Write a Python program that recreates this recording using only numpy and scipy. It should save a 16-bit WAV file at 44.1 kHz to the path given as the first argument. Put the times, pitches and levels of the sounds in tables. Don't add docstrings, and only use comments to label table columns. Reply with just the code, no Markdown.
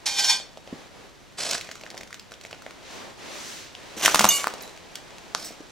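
import sys
import numpy as np
from scipy import signal
from scipy.fft import rfft, irfft, next_fast_len
from scipy.io import wavfile
from scipy.ndimage import map_coordinates

SR = 44100
rng = np.random.default_rng(int(sys.argv[2]) if len(sys.argv) > 2 else 0)


def transcribe(u):
    v = np.clip(np.atleast_2d(u).T, -1, 1)
    q = np.round(v * 32767).astype(np.int16)
    wavfile.write(sys.argv[1], SR, q)


N = 251811

# start in seconds, length in seconds, relative level in dB,
# number of the patch of floor.
PRESSES = [(1.372, 0.065, -30.5, 0), (1.447, .1, -29.5, 0), (3.963, 0.036, -31, 1), (4.02, 0.031, -16.5, 1),
           (4.086, 0.19, -29.5, 1), (4.363, 0.049, -31, 1), (5.357, 0.12, -40.5, 2)]
# start in seconds, relative level in dB, pitch in Hz,
# treble in dB and knock on the floor in dB, both relative to the level.
SPLINTER_TICKS = [(.399, -22.5, 4360, -18, -1), (.572, -29, 3470, -20, 8), (.674, -30, 3040, -24, 6),
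                  (1.51, -17, 4830, 2, -28), (1.55, -16, 1700, -19, -16), (1.61, -20, 2350, -8.5, -26),
                  (1.689, -24, 1900, -17, 1.5), (1.713, -24.5, 1780, -4, -22), (1.835, -24.5, 2680, -17, 1),
                  (1.863, -24, 1810, -20, -21), (1.902, -23.5, 5100, -9, -18),
                  (1.943, -33, 1730, -16, 10.5), (1.976, -29.5, 2070, 1.5, -4),
                  (2.009, -23, 2300, -10.5, -2), (2.127, -22, 2030, -13, -27),
                  (2.142, -27.5, 1670, -3.5, -27), (2.195, -26.5, 4560, -8.5, -29),
                  (2.318, -26.5, 1530, -9.5, -1.5), (2.338, -25.5, 3370, -20, -16),
                  (2.449, -22, 2260, -15.5, -2.5), (2.528, -19.5, 2820, -25.5, -1),
                  (2.663, -22.5, 2060, -18, 3), (3.75, -20.5, 3200, -25, -19),
                  (4.537, -20.5, 4940, -9.5, 2), (4.954, -26, 4540, 3, -33)]
# frequency in Hz, relative density in dB.
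FLOOR_COLOURS = [
    [(59, -48), (100, -12), (411, -5), (727, 4), (843, -6), (936, -4), (1880, -4), (2130, -3), (4960, 1.5),
     (7250, 0), (15500, -29)],
    [(59, -39), (100, -10), (742, -1), (2320, -3), (2630, -1), (3120, 1.5), (4660, -7), (5630, 3),
     (11100, -11), (13900, -9), (15500, -17)],
    [(59, -46), (100, -10), (340, 0), (429, -34), (697, 1), (758, -15), (3690, -7), (5510, -1.5),
     (15500, -23)],
]


def cracks(flex_db=1, spray_db=0, low_hz=220):
    # start in seconds, relative flex level in dB, flex pitch in Hz,
    # relative splinter level in dB, splinter decay by 60 dB in seconds.
    glass_breaks = [(4.0594, -13, 1500, -6.5, 0.015), (4.0798, -3.5, 1230, -25, 0.016),
                    (4.1452, -2, 1050, -12, 0.028), (4.1579, -9.5, 1110, -12, 0.0076),
                    (4.1932, -6, 1240, -11, 0.028), (4.208, -7, 990, -22, 0.1),
                    (4.2433, 0, 980, -13.5, 0.025), (4.2527, -5.5, 1040, -6, 0.0051),
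                    (4.4428, -12.5, 1220, -29, 0.014), (4.4709, -7.5, 1130, -15, 0.0047),
                    (5.349, -13.5, 1190, -48, 0.0016), (5.3492, -5.5, 5020, -45, 0.0084)]
    body, spray = np.zeros(N), np.zeros(N)
    t = np.arange(SR // 10) / SR
    for s, db, hz, splinter_db, t60 in glass_breaks:
        add(body, s, amp(db) * flex(t, hz, cycles=0.41))
        add(spray, s, amp(splinter_db - 60 * t / t60) * rng.standard_normal(len(t)))
    high_pass = signal.butter(2, low_hz, "high", fs=SR, output="sos")
    body = signal.sosfilt(high_pass, body)
    return amp(flex_db) * body + amp(spray_db) * splintery(spray)


def flex(t, hz, cycles):
    u = t * hz / cycles
    return -np.sin(2 * np.pi * hz * t) * u * np.exp(1 - u)


def splintery(x):
    # frequency in Hz, gain in dB.
    spray_colour = [(50, -1), (150, -6), (320, -7), (700, -3), (2500, 8.5), (6000, 6), (9000, 0.5),
                    (15000, -9)]
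    return filtered(x, lambda hz: amp(along(spray_colour, hz)))


def clinks(jangle_db=-9, jangle_t60=1.0, drift=0.6, damp=0.0049):
    # mode in Hz, relative level in dB,
    # decay by 60 dB in seconds.
    shard_modes = [
        [(2870, -1, 1), (5600, -10.5, 0.096), (6370, 9.5, 0.045), (6370, -12, 0.77), (12600, 5, 0.034),
         (13997, 1, .04)],
        [(1130, -8, 1), (2230, -5.5, 1), (2320, -7, 0.61), (3604, 7.5, 0.18), (4380, -18, 0.46),
         (5530, -9, 0.44), (6024, -6, 0.4), (6700, -17, .3), (7300, -6, 0.99), (7750, -9, 0.28),
         (12182, -23, .25)],
        [(3970, 0.5, 0.62), (10600, -1, .15), (13800, 13, 0.017)],
    ]
    # start in seconds, relative level in dB, shard number,
    # seconds until the sole damps it.
    knocked = [(4.289, -18.5, 0, 0.09), (4.306, -27, 1, 0.138), (4.623, -47, 2, 0.12)]
    # frequency in Hz, relative density in dB.
    jangle_colour = [(1500, -19), (6500, 10.5), (10000, -1.5), (15000, -9)]
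    out, shake = np.zeros(N), np.zeros(N)
    t = np.arange(SR // 2) / SR
    for s, db, shard, free in knocked:
        held = np.exp(-np.maximum(t - free, 0) / damp)
        for hz, level, t60 in shard_modes[round(shard)]:
            phase = 2 * np.pi * hz * t + drift * wobble(68)[:len(t)]
            add(out, s, amp(db + level - 60 * t / t60) * held * np.sin(phase))
        add(shake, s, amp(db + jangle_db - 60 * t / jangle_t60) * held)
    jangle = debris(grains(rate=700, spread_db=2), t60=.16)
    return out + shake * coloured(jangle, jangle_colour)


def pane(ring_db=-2.0, rasp_db=-1.0, drift=1.4, attack=0.0016):
    # frequency in Hz, relative level in dB.
    pane_modes = [(805, -5), (905, -12), (1010, -10.5), (1500, -15), (1575, -7.5), (1925, -13.5),
                  (2210, -8), (2428, -2), (3055, -4), (3190, -1), (3440, -4), (3475, 1), (3738, -3.5),
                  (4386, 1), (4490, -0.5), (4796, -1.5), (5040, -23), (5395, -1), (5440, -1), (6030, -11),
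                  (6350, -6), (6580, -7.5), (6880, -4.5), (7670, -7), (8270, -26), (8420, -9), (8820, -16),
                  (9250, -18), (10300, -19), (11600, -39)]
    # frequency in Hz, relative density in dB.
    rasp_colour = [(120, -57), (200, -41), (585, -19.5), (798, -9), (1260, -15.5), (1540, -14),
                   (1740, -14.5), (2470, -6), (2600, -9.5), (5490, 0.5), (15500, -27)]
    # time in seconds, relative ring level in dB, relative grit level in dB.
    catch_rows = [(.066, -45, -20), (0.194, -19, -20.5), (.247, -25.5, -23), (0.301, -14, -19.5)]
    times, ring_dbs, grit_dbs = np.transpose(catch_rows)
    slide_s, slide_length_s = 0.057, 0.3

    def drive(slide_db, catch_dbs, fall):
        slide = amp(slide_db) * stroke(slide_s, slide_length_s, attack, fall)
        peaks = [amp(db) * spike(s, 520, fall) for s, db in zip(times, catch_dbs)]
        return together([slide] + peaks) * stroke(slide_s, 0, attack, 0)

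    def mode(hz, db):
        swell_db = 6 * np.tanh(wobble(32))
        return amp(db + swell_db) * np.sin(2 * np.pi * hz * t + drift * wobble(44.87))

    ring_level = drive(-31, ring_dbs, fall=267)
    grit_level = drive(-35, grit_dbs, fall=330)
    t = np.arange(N) / SR
    ring = unit(sum(mode(hz, db) for hz, db in pane_modes))
    catches = grains(rate=7000, spread_db=4.0)
    shaken = 1.4 * debris(catches, t60=.11, count=200)
    rasp = coloured(catches + shaken, rasp_colour)
    return amp(ring_db) * ring_level * ring + amp(rasp_db) * grit_level * rasp


def crunch(patch_db=(0, -2, -1.5), glassy=0.59, clump_db=3.0):
    attack_s, fall_db_per_s = 0.014, 277
    out = np.zeros(N)
    for k, (colour, gain_db) in enumerate(zip(FLOOR_COLOURS, patch_db)):
        weight = together(amp(db) * stroke(s, length, attack_s, fall_db_per_s)
                          for s, length, db, patch in PRESSES if round(patch) == k)
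        breaks = unit(grains(rate=5800, spread_db=1) * amp(clump_db * wobble(280)))
        shaken = glassy * debris(breaks, t60=0.055)
        out += amp(gain_db) * weight * coloured(breaks + shaken, colour)
    return out


def ticks(body_db=-3, snap_db=0, knock_db=-8, t60=0.019, delay=0.001271, overtone=1.46, overtone_db=-6):
    # frequency in Hz, gain in dB.
    snap_colour = [(200, -19), (800, -14), (2500, 2), (6500, 4), (9000, -8), (12000, -15), (15500, -15)]
    body, snap = np.zeros(N), np.zeros(N)
    t = np.arange(SR // 30) / SR
    for s, db, hz, treble_db, floor_db in list(SPLINTER_TICKS) + faint_ticks():
        knock = amp(floor_db + knock_db) * flex(t, 644, cycles=0.43)
        swing = flex(t, hz, cycles=0.69) + amp(overtone_db) * flex(t, overtone * hz, cycles=0.83)
        add(body, s + delay, amp(db) * (amp(body_db) * swing + knock))
        add(snap, s + delay, amp(db + treble_db - 60 * t / t60) * rng.standard_normal(len(t)))
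    return body + amp(snap_db) * filtered(snap, lambda hz: amp(along(snap_colour, hz)))


def faint_ticks(count=5, scatter_db=1.9, scatter_octaves=.25):
    # start in seconds, length in seconds.
    foot_rolls = [(1.619, 0.21), (1.9, .22), (2.378, .4), (4.602, .65)]
    middle_db, middle_hz, treble_db, knock_db = -32, 1900, -7, -6
    rows = []
    for s, length in foot_rolls:
        times = s + length * (np.arange(count) + rng.random(count)) / count
        for at, (size, pitch) in zip(times, rng.standard_normal((count, 2))):
            db = middle_db + scatter_db * size
            hz = middle_hz * 2 ** (scatter_octaves * pitch)
            rows.append((at, db, hz, treble_db, knock_db))
    return rows


def crumbs(stirred_db=-11, tick_db=-30, rise_db_per_s=500, fall_db_per_s=300, rest_db=-66):
    t = np.arange(SR // 50) / SR
    near_ticks = [amp(db + tick_db) * spike(s, rise_db_per_s, fall_db_per_s) for s, db, *_ in SPLINTER_TICKS]
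    level = together([amp(stirred_db) * unrest(), amp(rest_db)] + near_ticks)
    crumb_grains = grains(rate=420, spread_db=6.0)
    burst = rng.standard_normal(len(t)) * amp(-60 * t / 0.015)
    crackle = signal.fftconvolve(crumb_grains, burst)[:N]
    return level * coloured(crackle, FLOOR_COLOURS[0])


def skid():
    # resonance in Hz, width in Hz, relative level in dB.
    squeal_modes = [(5360, 55, 1), (5770, 99, 3), (7970, 120, 0), (8414, 120, -12), (13800, 300, -10)]
    squeak = unit(resonant(rng.standard_normal(N), squeal_modes))
    return amp(-37.5) * stroke(5.438, length=0.018, attack=0.0066, fall_db_per_s=332) * squeak


def thuds(attack=0.0032, scuff=0.69):
    # start in seconds, relative level in dB, pitch in Hz, decay by 60 dB in seconds.
    floor_thuds = [(.726, -23.5, 272, 0.046), (0.729, -38.5, 158, 0.13), (1.499, -38, 348, 0.16),
                   (3.966, -31, 330, .1), (4.144, -30, 278, 0.12), (4.194, -28.5, 207, 0.24),
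                   (4.242, -28.5, 202, 0.14), (4.25, -39, 310, 0.042), (5.506, -26, 446, 0.023),
                   (5.604, -21.5, 290, 0.021)]
    out = np.zeros(N)
    t = np.arange(SR // 4) / SR
    for s, db, hz, t60 in floor_thuds:
        band = signal.butter(2, [hz / 2, hz * 1.6], "band", fs=SR, output="sos")
        dull = unit(signal.sosfilt(band, rng.standard_normal(len(t))))
        level = amp(db - 60 * t / t60) * (1 - np.exp(-t / attack))
        add(out, s, level * (np.sin(2 * np.pi * hz * t) + scuff * dull))
    return out


def rustle(rub_db=-2, hiss_db=-3, swish_db=-2.5, sheen_db=-7, air_db=-56, step_rub_db=-17, step_hiss_db=-13):
    # start in seconds, length in seconds, relative rub level in dB,
    # relative hiss level in dB.
    body_shifts = [(0, 0.48, -46.5, -50), (0.65, 0.25, -49, -49), (0.906, 0.2, -49.5, -51.5),
                   (1.799, 0.29, -49.5, -67), (2.426, 1.15, -50.5, -51.5), (2.895, 0.24, -42.5, -45.5),
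                   (3.172, 0.27, -44, -42), (3.695, 1, -45, -43.5), (4.388, 0.38, -46, -50.5),
                   (4.544, 1.26, -49, -49.5)]
    # start in seconds, length in seconds, relative level in dB.
    leg_swings = [(2.805, .27, -43.5), (3.21, 0.54, -39)]
    # frequency in Hz, relative density in dB.
    cloth_colour, sheen_colour = [(59, -43), (100, -15), (319, -6), (508, -8), (541, -4.5), (697, -12.5),
                                  (898, -7), (4190, -6.5), (6120, -9.5), (15500, -60)], [(3000, -39), (6000, 2.5), (8000, -3.5), (11500, -14),
                                                 (15500, -17)]
    rub_colour, hiss_colour, air_colour = [(80, -16), (200, -1.5), (320, 2.5), (600, 2.5), (1000, -1),
                                           (2000, -12), (5000, -44)], [(400, -14.5), (1000, -3.5), (2000, 4), (4000, 0.5),
                                                        (6500, -3.5), (9000, -13), (12000, -21),
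                                                        (15500, -23)], [(12, -32), (20, 4.5), (213, 3.5),
                                                                      (362, -2.5), (649, -2), (906, -7.5),
                                                                      (1920, -6), (2150, -14), (3540, -9),
                                                                      (6910, -20), (14300, -28),
                                                                      (15500, -41)]
    rest_rub_db, rest_hiss_db = -55.5, -54.5
    stirred = unrest()
    moves = [(arch(s, length, shape=0.43), low_db, high_db) for s, length, low_db, high_db in body_shifts]
    rub = together([amp(rest_rub_db), amp(step_rub_db) * stirred] + [amp(db) * move for move, db, _ in moves])
    hiss = together([amp(rest_hiss_db), amp(step_hiss_db) * stirred] + [amp(db) * move for move, _, db in moves])
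    speed = sum(amp(db) * arch(s, length, shape=.8) for s, length, db in leg_swings)
    sheen = amp(sheen_db) * speed / speed.max() * diffuse(sheen_colour)
    swish = speed * (amp(swish_db) * diffuse(cloth_colour) + sheen)
    rubbing = amp(rub_db) * rub * diffuse(rub_colour)
    hissing = amp(hiss_db) * hiss * diffuse(hiss_colour)
    return rubbing + hissing + swish + amp(air_db) * diffuse(air_colour)


def room(x, near_db=7, near_t60=0.22):
    # frequency in Hz, decay by 60 dB in seconds.
    shop_decay = [(150, 0.2), (900, 0.47), (3000, 0.54), (7000, 0.39), (15000, 0.17)]
    # frequency in Hz, side over mid in dB.
    answer_width = [(70, -7), (200, -10), (600, -17), (1200, -11), (2200, -4), (5000, -6), (9000, 0),
                    (15000, 11)]
    hz, t, z = signal.stft(rng.standard_normal((2, SR)), SR, nperseg=256)
    fade = amp(-60 * t / along(shop_decay, hz)[:, None]) + amp(near_db - 60 * t / near_t60)
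    tail = signal.istft(z * fade, SR, nperseg=256)[1]
    tail = tail / np.linalg.norm(tail[0])
    late = np.pad(x, (SR // 500, 0))
    mid, side = signal.fftconvolve(late[None], tail, axes=1)[:, :N]
    side = filtered(side, lambda hz: amp(along(answer_width, hz)))
    return np.array([mid + side, mid - side])


def ports(x, lean=0.29, scatter=0.68, width_db=0):
    # frequency in Hz, side over mid in dB before width_db is added.
    port_width = [(100, -58), (1000, -68), (2500, -11.5), (5000, -5.5), (7000, -4.5), (9500, 6.5),
                  (12500, 9.5), (15500, -5)]
    knots = np.linspace(0, SR / 2, 60)
    turn = np.pi / 2 + lean + scatter * rng.standard_normal(len(knots))
    side = filtered(x, lambda hz: amp(width_db + along(port_width, hz)) * np.exp(1j * np.interp(hz, knots, turn)))
    return np.array([x + side, x - side])


def diffuse(spectrum):
    # frequency in Hz, side over mid in dB.
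    diffuse_width = [(30, -11), (70, 5), (200, 2.5), (600, -4.5), (1200, -3.5), (2200, -5), (5000, -8),
                     (9000, 2), (15000, 5)]
    mid, side = (coloured(rng.standard_normal(N), spectrum) for _ in range(2))
    side = filtered(side, lambda hz: amp(along(diffuse_width, hz)))
    return np.array([mid + side, mid - side])


def unrest():
    attack_s, settle_db_per_s = 0.029, 55
    return together(amp(db) * stroke(s, length, attack_s, settle_db_per_s) for s, length, db, _ in PRESSES)


def grains(rate, spread_db):
    count = int(rate * N / SR)
    size_db = spread_db * np.minimum(rng.exponential(size=count), 4)
    size = amp(size_db) * rng.choice([-1, 1], count)
    return unit(np.bincount(rng.integers(0, N, count), size, N))


def debris(x, t60, count=120):
    t = np.arange(SR // 4) / SR
    hz = rng.uniform(1500, 15000, (count, 1))
    size_db = rng.uniform(-6, 6, (count, 1))
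    heap = np.sum(np.sin(2 * np.pi * hz * t) * amp(size_db - 60 * t / t60), axis=0)
    return unit(signal.fftconvolve(x, heap)[:N])


def stroke(s, length, attack, fall_db_per_s):
    t = np.arange(N) / SR - s
    return (1 - np.exp(-np.maximum(t, 0) / attack)) * amp(-fall_db_per_s * np.maximum(t - length, 0))


def spike(s, rise_db_per_s, fall_db_per_s):
    t = np.arange(N) / SR - s
    return amp(np.maximum(np.minimum(rise_db_per_s * t, -fall_db_per_s * t), -200))


def arch(s, length, shape):
    u = np.clip((np.arange(N) / SR - s) / length, 0, 1)
    return np.abs(np.sin(np.pi * u)) ** shape


def wobble(rate):
    knots = rng.standard_normal(int(N * rate / SR) + 4)
    coarse = np.arange(0, N + 64, 64)
    return np.interp(np.arange(N), coarse, map_coordinates(knots, [coarse * rate / SR]))


def together(levels):
    return np.sqrt(sum(g ** 2 for g in levels))


def amp(db):
    return 10 ** (np.asarray(db) / 20)


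def unit(x):
    return x / np.sqrt(np.mean(x ** 2) + 1e-20)


def along(points, hz):
    f, v = np.transpose(points)
    return np.interp(np.log(hz + 1), np.log(f + 1), v)


def filtered(x, response):
    m = next_fast_len(N + SR // 2)
    return irfft(rfft(x, m) * response(np.fft.rfftfreq(m, 1 / SR)), m)[..., :N]


def coloured(x, spectrum):
    return unit(filtered(x, lambda hz: amp(along(spectrum, hz))))


def resonant(x, modes):
    def response(f):
        return sum(amp(db) * 1j * f * w / (c * c - f * f + 1j * f * w) for c, w, db in modes)
    return filtered(x, response)


def add(track, s, sound):
    part = track[round(s * SR):][:len(sound)]
    part += sound[:len(part)]


def scene():
    breaks = cracks() + thuds()
    snaps = ticks()
    dragged = pane()
    ground = crunch() + crumbs() + skid() + clinks()
    direct = ports(breaks, width_db=-2.5) + ports(snaps, width_db=-3.5)
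    direct = direct + ports(dragged, width_db=-2.5) + ports(ground, width_db=-3.5)
    answer = amp(-10) * room(breaks + amp(1.5) * snaps) + amp(-13) * room(dragged + ground)
    return direct + answer + rustle()


def record(dry):
    return filtered(np.clip(dry, -1, 1), lambda hz: hz < 15900)


dry = scene()
out = record(dry)
transcribe(out)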